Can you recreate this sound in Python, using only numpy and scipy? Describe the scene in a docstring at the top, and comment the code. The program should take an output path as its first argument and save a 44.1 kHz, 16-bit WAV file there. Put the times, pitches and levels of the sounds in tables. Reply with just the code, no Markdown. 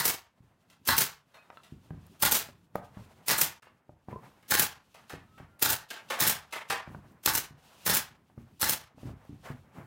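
"""Air nailer at a workshop bench

Near at hand, an air nailer drives brads into a pine frame: valve and exhaust blow shaped turbulent noise,
while steel, pine and bench answer each blow as sums of decaying modes.
Gun and frame knock and slide between shots, someone bangs further off, and there are ticks and tinkles.
A hall echoes by convolution with decaying noise, above a wavering shop background and a faint whine."""
import sys
import numpy as np
from scipy import signal
from scipy.fft import rfft, irfft
from scipy.io import wavfile
from scipy.ndimage import uniform_filter1d

SR = 44100
rng = np.random.default_rng(int(sys.argv[2]) if len(sys.argv) > 2 else 0)


def store_wav(level_fs):
    """Save 16-bit WAV to argv[1]."""
    pcm = np.round(np.clip(np.atleast_2d(level_fs), -1, 1) * 32767)
    wavfile.write(sys.argv[1], SR, pcm.T.astype(np.int16))


def volts_from_db(level):
    """Convert decibel levels to linear amplitude ratios."""
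    exponent = np.asarray(level, float) / 20
    return 10 ** exponent


N = 434826
LEAD = 4096  # samples ahead of t = 0, for sounds that have already begun
PLACES = 5  # positions of the work, each with its own echo

# shots: faint hiss begins t/s, valve opens t/s, valve shuts t/s, air level/dB, hall level/dB, chatter level/dB
SHOTS = [(-.058, -.033, -.017, -28, 0, -33), (.847, .871, .890, -25, -1, -31),
         (2.190, 2.220, 2.236, -21.5, 0, -29), (3.256, 3.278, 3.294, -24.5, 2, -29.5),
         (4.476, 4.504, 4.524, -24, 1.5, -30.5), (5.588, 5.620, 5.633, -20, -3, -28.5),
         (6.183, 6.198, 6.210, -25, 2, -27), (7.226, 7.256, 7.266, -19.5, -5.5, -35),
         (7.845, 7.859, 7.880, -24, 1, -29.5), (8.591, 8.610, 8.622, -25.5, 1, -31.5)]
# exhaust port, venting as the piston returns:
# opens t/s, shuts t/s, level/dB, rise/ms, after-blow level/dB, after-blow fall/ms
EXHAUSTS = [(.052, .070, -18.5, 2, -5, 24), (.974, .996, -19.5, 8, -2.5, 25),
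            (2.319, 2.337, -17, 2, -5, 26), (3.379, 3.402, -25, 3, 0, 20), (3.411, 3.421, -23, 2, -7, 18),
            (4.594, 4.611, -19.5, 1.5, -5.5, 17), (5.697, 5.712, -22, 5, -3.5, 15),
            (6.273, 6.285, -18, 2, -7, 14), (7.344, 7.361, -22, 8, -4, 18), (7.941, 7.956, -22, 3, -1, 14),
            (8.693, 8.712, -20, 2.5, -8, 14)]
# spectrum of the bright air jet: f/Hz, density level/dB per Hz
AIR_COLOUR = [(70, -42.5), (165, 0.5), (400, -4.5), (900, -10), (1700, -8), (4300, -6), (9000, -1),
              (15000, 3.5), (17000, -3)]
# driver hitting the brad, and gun rebounding: t/s, level/dB, relative crack level/dB
STRIKES = [(-.018, -20, -3), (.888, -9, -4), (.891, -18, 4), (.900, -19, -3), (2.230, -14, 6),
           (2.235, -16, 3), (3.294, -18, -7), (3.300, -18, 8), (3.318, -20, -5), (4.520, -15, -2),
           (4.539, -20, -10), (4.552, -16, -3), (5.626, -22, 7), (5.660, -22, -8), (6.213, -17, 5),
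           (7.263, -27, 3), (7.275, -15, -3), (7.878, -19, 3.5), (7.898, -17, 3), (8.629, -13, 3)]
# modes of gun body and frame: f/Hz, level/dB, t60/s
GUN_MODES = [(205, -8, 0.027), (322, -14.5, .04), (885.6, -2, 0.054), (950, 5.5, 0.0086),
             (1144, 5.5, 0.011), (1460, -2.5, 0.044), (1653, 9.5, 0.0081), (1980, 6, 0.0075),
             (2660, -22, .012), (4112, 8.5, 0.004), (5300, -1, .015), (6480, -23, .012)]
# thumps of frame and hands on the bench: t/s, peak level/dB, pitch ratio
KNOCKS = [(.404, -44, .8), (1.268, -59, 1.01), (1.722, -31, .98), (1.906, -27, 1.08), (1.975, -38, 1.01),
          (2.487, -40, 1.23), (2.752, -33, 1.2), (2.969, -32.5, .76), (3.892, -41, 1.03),
          (4.084, -30.5, 1.3), (4.125, -33, 1.4), (5.133, -31.5, 1.06), (5.403, -35.5, 1.04),
          (6.697, -37.5, 1.01), (6.875, -32, .99), (6.947, -31.5, 1.01), (7.507, -38.5, 1.01),
          (8.376, -31, .89), (8.945, -49, 1.01), (8.975, -43, 1.01), (9.030, -31, .91), (9.054, -29, 1.01),
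          (9.071, -26, 1.01), (9.100, -34, 1.01), (9.130, -38, 1.01), (9.293, -31, 1.1), (9.328, -33, 1.1),
          (9.501, -28, .96), (9.783, -36.5, 1.06)]
# modes of the bench top: f/Hz, level/dB, t60/s
BENCH_MODES = [(88, -12, .12), (112, -5.5, 0.06), (149, 4.5, 0.13), (173, -1, 0.033), (202.7, -0.5, 0.079),
               (258, 2, 0.13), (333, 2, .05)]
# clacks of the gun against the frame: t/s, peak level/dB, contact/ms, pitch ratio
CLACKS = [(1.502, -35, .1, 1.5), (1.53, -48, .3, .84), (1.572, -37, .19, 2.1), (1.906, -37.5, .22, 1.23),
          (2.488, -41.5, .28, .92), (2.755, -17.5, .15, .95), (2.972, -42, .3, 1.3), (3.67, -45, .3, .99),
          (3.893, -41, .4, .95), (4.085, -32, .6, 1.2), (4.128, -32, 1.1, .7), (4.159, -35, 1.1, .7),
          (5.138, -31.5, .41, .76), (5.4, -37.5, .33, 1.28), (6.874, -38, .26, 1.2), (6.947, -34, .2, 1.15),
          (8.299, -51, .3, 1.2), (8.378, -45, .3, .9), (8.981, -45, .6, 1.01), (9.032, -39, .8, .9),
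          (9.093, -39.5, .5, .9), (9.251, -48.5, .3, 1.01), (9.501, -43, .34, .82), (9.784, -39.5, .3, .85)]
# modes of the pine frame: f/Hz, level/dB, t60/s
FRAME_MODES = [(360, -10.5, .025), (516, 2, .03), (630, 4.5, 0.043), (740, -1, 0.043), (811, -3, .025),
               (1014, -0.5, 0.019), (1290, -1, .025), (1646, -4, .02), (1950, -6.5, 0.015),
               (2500, -8.5, 0.013), (3653, -12, 0.008)]
# decay of the hall: f/Hz, t60/s
HALL_T60 = [(60, .5), (250, 0.21), (1000, 0.36), (4000, 0.26), (14000, 0.15)]
# shop background: t/s, rumble level/dB, rustle level/dB, hiss level/dB
SHOP = [(.3, -76, -78, -85), (.8, -67, -74, -80), (1.2, -78, -75, -81), (1.7, -67, -72, -75),
        (2.15, -60, -67.5, -72), (2.5, -62, -72, -78), (2.65, -66, -80, -85), (3.2, -62, -66, -73),
        (3.75, -71, -74, -86), (4.0, -73, -78, -83), (4.45, -64, -72, -72), (4.85, -72, -72, -78),
        (5.3, -61, -72, -78), (5.8, -76, -68, -80), (6.05, -66, -65, -72), (6.45, -74, -66, -76),
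        (7.1, -61, -67, -77), (7.55, -70, -70, -85), (8.25, -64, -73, -85), (8.55, -62, -71, -76),
        (8.85, -76, -72, -90), (9.3, -66, -68, -73), (9.65, -61, -64, -79)]
# wood and gun sliding over bench and frame:
# start t/s, loudest t/s, fade/s, rumble level/dB, rustle level/dB, hiss level/dB
SLIDES = [(.41, .44, .06, -68, -70, -80), (1.33, 1.36, .1, -78, -64, -66), (1.48, 1.52, .06, -75, -60, -70),
          (2.74, 2.76, .08, -68, -60, -64), (2.92, 3.0, .12, -62, -60, -68),
          (3.68, 3.72, .03, -62, -80, -90), (4.07, 4.10, .08, -55, -60, -68),
          (4.17, 4.24, .09, -56, -60, -68), (6.86, 6.93, .06, -51, -57, -74),
          (7.56, 7.74, .1, -66, -59, -61), (7.76, 7.85, .03, -64, -58, -55),
          (8.36, 8.42, .05, -66, -62, -74), (8.95, 9.07, .07, -55, -55, -65),
          (9.425, 9.46, .06, -62, -46, -62), (9.72, 9.78, .15, -57, -54, -70)]
# spectra of the three background bands: f/Hz, density level/dB per Hz
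RUMBLE = [(25, -18), (60, -5.5), (120, -2), (200, -2.5), (400, -14), (700, -43)]
RUSTLE = [(200, -35.5), (450, -2), (800, -1), (1500, -6.5), (2200, -11), (4500, -36)]
HISS = [(1500, -30.5), (2600, 6), (5000, -1), (9000, -5), (15000, -8.5), (17000, -16)]
# blows further off in the hall: t/s, level/dB, fall/ms, relative treble level/dB
FAR = [(.698, -57, 14, 5), (1.338, -49, 16, -14), (1.632, -53, 14, 2.5), (3.621, -49, 14, -6),
       (4.424, -54, 9, -3), (4.941, -50, 28, -2), (5.094, -35, 18, -4), (5.375, -46, 14, -30),
       (5.902, -31, 13, 1.5), (6.099, -26.5, 30, -3), (6.523, -30.5, 24, -2.5), (6.698, -22, 16.8, -3.5)]
# spectrum of their body: f/Hz, density level/dB per Hz
FAR_COLOUR = [(100, -15), (300, -6), (750, 2), (1800, 2.5), (2800, -4), (5000, -19), (16000, -23)]
# single notes that ring briefly, of wood or small parts:
# t/s, f/Hz before a common pitch ratio, starting level/dB, t60/s
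TINKLES = [(.700, 2050, -60, .05), (1.343, 3750, -59, .19), (1.343, 4250, -62, .2), (1.385, 2550, -59, .2),
           (4.128, 1000, -40, .11), (4.159, 1040, -42, .11), (2.40, 2520, -54, .3)]
# dry little ticks: t/s, peak level/dB
TICKS = [(1.5723, -58), (1.9051, -59.5), (2.0662, -40.5), (2.7562, -28.5), (7.1202, -55), (9.2509, -54)]
# faint whine that climbs: t/s, f/Hz, level/dB
WHINE = [(5.199, 1230, -83), (5.279, 1272, -72.5), (5.37, 1302, -60), (5.449, 1380, -84), (5.55, 1390, -65),
         (5.62, 1400, -85.5)]
# brief dip of the level: start t/s, end t/s, gain/dB
LEVEL_DIP = (3.599, 3.621, -20.5)

# parts of a shot: rise/ms, fall/ms, relative dull level/dB, hall level/dB
LEAD_HISS, OPENING, LEAK = (9, 80, -8, -9), (9, 15, -9, -9), (3.5, 15, -18, 2)
ECHO_SWELL = (16, 30, -5, -6)
INLET = (4.5, 22, -7)  # each shot gives the hall level
VENT = (14, -13, -5)  # each exhaust gives the rise
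AFTER_BLOW = (13, -7, -12)  # each exhaust gives the fall
LEAD_HISS_DB, LEAD_HISS_DB_PER_MS = -37, -.45  # a longer lead-in is fainter
OPENING_DB, LEAK_DB, LEAK_LEAD_S = -16, -10, .010  # valve and port leak a little before they open
SHUT_MS = 3.0  # time constant of a closing valve or port
ECHO_SWELL_DB = -4.5  # noise swell that carries part of the echo after each inlet
RECOIL_DB, FRAME_DB = -17, -14  # bench and frame under a strike, relative to it
RETURN_DB, RETURN_LAG_S = -14, .008  # thump of the returning piston, relative to the exhaust
CHATTER_RISE_MS, CHATTER_FALL_MS, FAR_CHATTER_DB = 14, 32, -23
STRIKE_HALL_DB, KNOCK_HALL_DB, CLACK_HALL_DB, FAR_HALL_DB = -3, -5.5, -12, -1.5
KNOCK_CONTACT_MS = 2.4
HALL_GAP_S, HALL_RISE_S = 0.014, 0.011
NEAR_SHARE = 0.45  # gain for echoes of near things, before the walls answer
SIDE_DB = -19.5


def colour(count, points):
    """Spectral shaping: white noise filtered to (Hz, dB) points and scaled to rms 1."""
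    hz, db = np.transpose(points)
    f = np.maximum(np.arange(count // 2 + 1) * SR / count, 1)
    gain = volts_from_db(np.interp(np.log(f), np.log(hz), db, left=-90))
    x = irfft(rfft(rng.standard_normal(count)) * gain, count)
    return x / x.std()


def flicker(rate, depth_db):
    """Random amplitude modulation: the gain in dB glides between random levels, rate of them a second."""
    k = int(SR / rate)
    steps = np.repeat(rng.standard_normal((N + LEAD) // k + 1), k)[:N + LEAD]
    return volts_from_db(depth_db * uniform_filter1d(steps, k))


def lines():
    """Superposition buses: an empty direct line, and a hall line for each place the work moves to."""
    return np.zeros((1 + PLACES, N + LEAD))


def add(bus, s, sound, hall_db):
    """Superposition: adds a sound to the direct line and, at hall_db, to the hall line of its place."""
    i = int(round(s * SR)) + LEAD
    sound = sound[:bus.shape[1] - i]
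    place = int(s * 3 + 1) % PLACES  # moves on three times a second
    bus[0, i:i + len(sound)] += sound
    bus[1 + place, i:i + len(sound)] += sound * volts_from_db(hall_db)


def swell(rise_ms, fall_ms):
    """Transient envelope: quadratic rise, then exponential relaxation."""
    ms = np.arange(int(.2 * SR)) * 1000 / SR
    rise = np.minimum(ms / max(rise_ms, .1), 1) ** 2
    return rise * np.exp(-np.maximum(ms - rise_ms, 0) / max(fall_ms, .3))


def ring(modes, share, scatter_db):
    """Modal superposition: decaying sines whose strengths scatter by the given dB."""
    hz, db, t60 = np.transpose(modes)[:, :, None]
    t = np.arange(int(.3 * SR)) / SR
    # above 800 Hz neighbouring modes start in opposite sense
    sense = np.where(hz > 800, (-1) ** np.arange(len(modes))[:, None], 1)
    decay = volts_from_db(db + scatter_db[:, None] - 60 * t / t60)
    return np.sum(sense * decay * np.sin(2 * np.pi * hz * share * t), axis=0)


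def peak(x, db):
    """Linear scaling of a sound to a peak level."""
    return x * volts_from_db(db) / np.abs(x).max()


def blows(table, modes, scatter_db):
    """Impact excitation: a half-sine push drives the modes; a longer, softer contact sounds duller."""
    bus = lines()
    # each blow lands elsewhere, so the strengths of its modes differ
    chance = rng.standard_normal((len(table), len(modes)))
    for (s, db, contact_ms, share, hall_db), c in zip(table, chance):
        push = np.sin(np.linspace(0, np.pi, int(np.clip(contact_ms, .05, 8) * SR / 1000) + 3))
        blow = signal.fftconvolve(ring(modes, share, scatter_db * c), push)
        add(bus, s, peak(blow, db), hall_db)
    return bus


def bursts():
    """Gated noise: faint lead-in, valve opening, inlet, echo swell; exhaust leak, vent, after-blow."""
    for lead_s, open_s, shut_s, db, hall_db, _ in SHOTS:
        lead_ms = 1000 * (open_s - lead_s)
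        yield lead_s, open_s, LEAD_HISS_DB + LEAD_HISS_DB_PER_MS * lead_ms, LEAD_HISS
        yield open_s - LEAK_LEAD_S, open_s, db + OPENING_DB, OPENING
        yield open_s, shut_s, db, (*INLET, hall_db)
        yield shut_s, np.inf, db + hall_db + ECHO_SWELL_DB, ECHO_SWELL
    for open_s, shut_s, db, rise_ms, after_db, fall_ms in EXHAUSTS:
        yield open_s - LEAK_LEAD_S, open_s, db + LEAK_DB, LEAK
        yield open_s, shut_s, db, (rise_ms, *VENT)
        yield shut_s, np.inf, db + after_db, (AFTER_BLOW[0], fall_ms, *AFTER_BLOW[1:])


def air():
    """Turbulent jet noise: a bright hiss and a duller, slower-falling part, spitting unevenly."""
    bright, dull = lines(), lines()
    ms = np.arange(int(.2 * SR)) * 1000 / SR
    for s, end_s, db, (rise_ms, fall_ms, dull_db, hall_db) in bursts():
        shut = np.exp(-np.maximum(ms - 1000 * (end_s - s), 0) / SHUT_MS)
        add(bright, s, volts_from_db(db) * shut * swell(rise_ms, fall_ms), hall_db)
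        add(dull, s, volts_from_db(db + dull_db) * shut * swell(rise_ms, 1.3 * fall_ms), hall_db)
    spit = flicker(700, 3.5)
    dull_colour = [(300, -11), (1000, -3), (2800, -3.5), (7000, -6), (12000, -21.5)]
    return spit * (bright * colour(N + LEAD, AIR_COLOUR) + dull * colour(N + LEAD, dull_colour))


def strikes():
    """Impact of steel on steel: the body's modes ring briefly under a broadband crack."""
    bus = lines()
    chance = rng.standard_normal((len(STRIKES), len(GUN_MODES) + 1))
    cracks = rng.standard_normal((len(STRIKES), int(.2 * SR)))
    for (s, db, crack_db), c, crack in zip(STRIKES, chance, cracks):
        body = ring(GUN_MODES, 1 + .015 * c[0], 3.0 * c[1:])
        add(bus, s, peak(body, db), STRIKE_HALL_DB)
        add(bus, s, volts_from_db(db + crack_db - 6) * crack * swell(.2, .8), STRIKE_HALL_DB - 3)
    return bus


def bench_thumps():
    """Modal response of the bench top to knocks, recoil and the returning piston."""
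    recoils = [(s, db + RECOIL_DB, 1) for s, db, _ in STRIKES]
    returns = [(s + RETURN_LAG_S, db + RETURN_DB, 1) for s, _, db, *_ in EXHAUSTS]
    thumps = KNOCKS + recoils + returns
    rows = [(s, db, KNOCK_CONTACT_MS, share, KNOCK_HALL_DB) for s, db, share in thumps]
    return blows(rows, BENCH_MODES, scatter_db=4.0)


def frame_clacks():
    """Modal response of the pine frame to short contacts with the gun and to each strike."""
    clacks = CLACKS + [(s, db + FRAME_DB, .8, .9) for s, db, _ in STRIKES]
    return blows([(*row, CLACK_HALL_DB) for row in clacks], FRAME_MODES, scatter_db=3.3)


def chatter():
    """Random impulse excitation: irregular taps of very different sizes drive the modes of the strike."""
    gate = lines()
    near = [(shut_s, db) for _, _, shut_s, *_, db in SHOTS]
    far = [(s, db + FAR_CHATTER_DB) for s, db, *_ in FAR]
    for s, db in near + far:
        add(gate, s, volts_from_db(db) * swell(CHATTER_RISE_MS, CHATTER_FALL_MS), -6)
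    taps = (rng.random(N + LEAD) < 900 / SR) * rng.standard_normal(N + LEAD)  # about 900 a second
    taps = taps * volts_from_db(3.0 * rng.exponential(size=N + LEAD))
    body = ring(GUN_MODES, 1, np.zeros(len(GUN_MODES)))[:int(.05 * SR)]
    body = body / np.sqrt(np.sum(body ** 2))
    return signal.fftconvolve(gate * taps / taps.std(), body[None])[:, :N + LEAD]


def hall():
    """Reverberation of a large shed: weak near echoes, a rise as far walls answer, then banded decay."""
    t = np.arange(int(.7 * SR)) / SR
    hz, t60 = np.transpose(HALL_T60)
    echoes = rfft(rng.standard_normal(len(t)))
    octave = np.log2(np.maximum(np.arange(len(echoes)) * SR / len(t), 1) / 62.5)
    out = 0
    for k in range(9):
        # overlapping octaves that add up to an even spectrum
        band = irfft(echoes * np.interp(octave, np.arange(9), np.arange(9) == k), len(t))
        band_t60 = np.interp(np.log(62.5 * 2 ** k), np.log(hz), t60)
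        out = out + band * volts_from_db(-60 * t / band_t60)
    out = out * np.clip((t - HALL_GAP_S) / HALL_RISE_S, NEAR_SHARE, 1)
    return out / np.sqrt(np.sum(out ** 2))


def shop():
    """Band noise: wavering rumble, rustle and hiss, to which the friction of sliding adds power."""
    t = np.arange(N) / SR
    s, *levels = np.transpose(SHOP)
    gains = np.array([volts_from_db(np.interp(t, s, db)) for db in levels])
    for start, top, fade, *dbs in SLIDES:
        moving = np.clip((t - start) / max(top - start, .005), 0, 1)
        moving = moving * np.exp(-np.maximum(t - top, 0) / fade)
        gains = np.hypot(gains, np.outer(volts_from_db(np.array(dbs)), moving))
    shapes = (RUMBLE, RUSTLE, HISS)
    return sum(g * flicker(30, 3.2)[:N] * colour(N, shape) for g, shape in zip(gains, shapes))


def far_blows():
    """Shaped noise: far blows as short noise bursts with a body and a treble part."""
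    body, top = lines(), lines()
    for s, db, fall_ms, treble_db in FAR:
        add(body, s, volts_from_db(db - 5) * swell(6.0, fall_ms), FAR_HALL_DB)
        add(top, s, volts_from_db(db - 8.5 + treble_db) * swell(2.5, fall_ms), FAR_HALL_DB)
        # a soft noise lead-in precedes each blow
        add(top, s - .022, volts_from_db(db - 26.5 + treble_db) * swell(12, 33), -20)
    return flicker(400, 2.5) * (body * colour(N + LEAD, FAR_COLOUR) + top * colour(N + LEAD, HISS))


def tinkles():
    """Damped oscillation: single notes that ring briefly, of wood or small parts, one sine each."""
    bus = lines()
    for s, hz, db, t60 in TINKLES:
        add(bus, s, ring([(hz, db, t60)], 0.99, np.zeros(1)), -6)
    return bus


def ticks():
    """Broadband transients: differenced noise, rich in treble, under a very short envelope."""
    bus = lines()
    clicks = np.diff(rng.standard_normal((len(TICKS), int(.2 * SR) + 1)))
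    for (s, db), click in zip(TICKS, clicks):
        add(bus, s, peak(click * swell(.3, 1.5), db), -12)
    return bus


def whine():
    """Frequency modulation: a sine whose phase integrates the climbing frequency."""
    t = np.arange(N) / SR
    s, hz, db = np.transpose(WHINE)
    phase = 2 * np.pi * np.cumsum(np.interp(t, s, hz)) / SR
    return volts_from_db(np.interp(t, s, db, left=-140, right=-140)) * np.sin(phase)


def scene():
    """Superposition, nearly mono: the channels differ only in direct air, strikes and far blows."""
    loud = air() + strikes() + far_blows()
    direct, *sends = loud + chatter() + bench_thumps() + frame_clacks() + ticks() + tinkles()
    echo = sum(signal.fftconvolve(send, hall())[LEAD:N + LEAD] for send in sends)
    echo = echo * flicker(80, 2.2)[:N]  # the echo wavers at random
    # a short random smear makes the two channels differ slightly in loud direct sounds
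    smear = rng.standard_normal(128) / np.sqrt(128)
    side = volts_from_db(SIDE_DB) * signal.fftconvolve(loud[0], smear)[LEAD:N + LEAD]
    return direct[LEAD:] + echo + shop() + whine() + side * np.array([[1], [-1]])


def roll_off(x):
    """The treble ends steeply here."""
    return signal.sosfilt(signal.butter(12, 16820, fs=SR, output="sos"), x)


def record(dry):
    """Linear filtering: the level dips briefly, then the top and the deep bass are cut."""
    t = np.arange(N) / SR
    start, end, db = LEVEL_DIP
    dip = uniform_filter1d(1. * ((t > start) & (t < end)), size=88)  # edges of 2 ms
    x = dry * volts_from_db(db * dip)
    x = signal.sosfilt(signal.ellip(10, .3, 60, 15900, fs=SR, output="sos"), x)
    # the small microphone loses the deep bass
    x = signal.sosfilt(signal.butter(2, 76., "high", fs=SR, output="sos"), x)
    return roll_off(x)


dry = scene()
out = record(dry)
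store_wav(out)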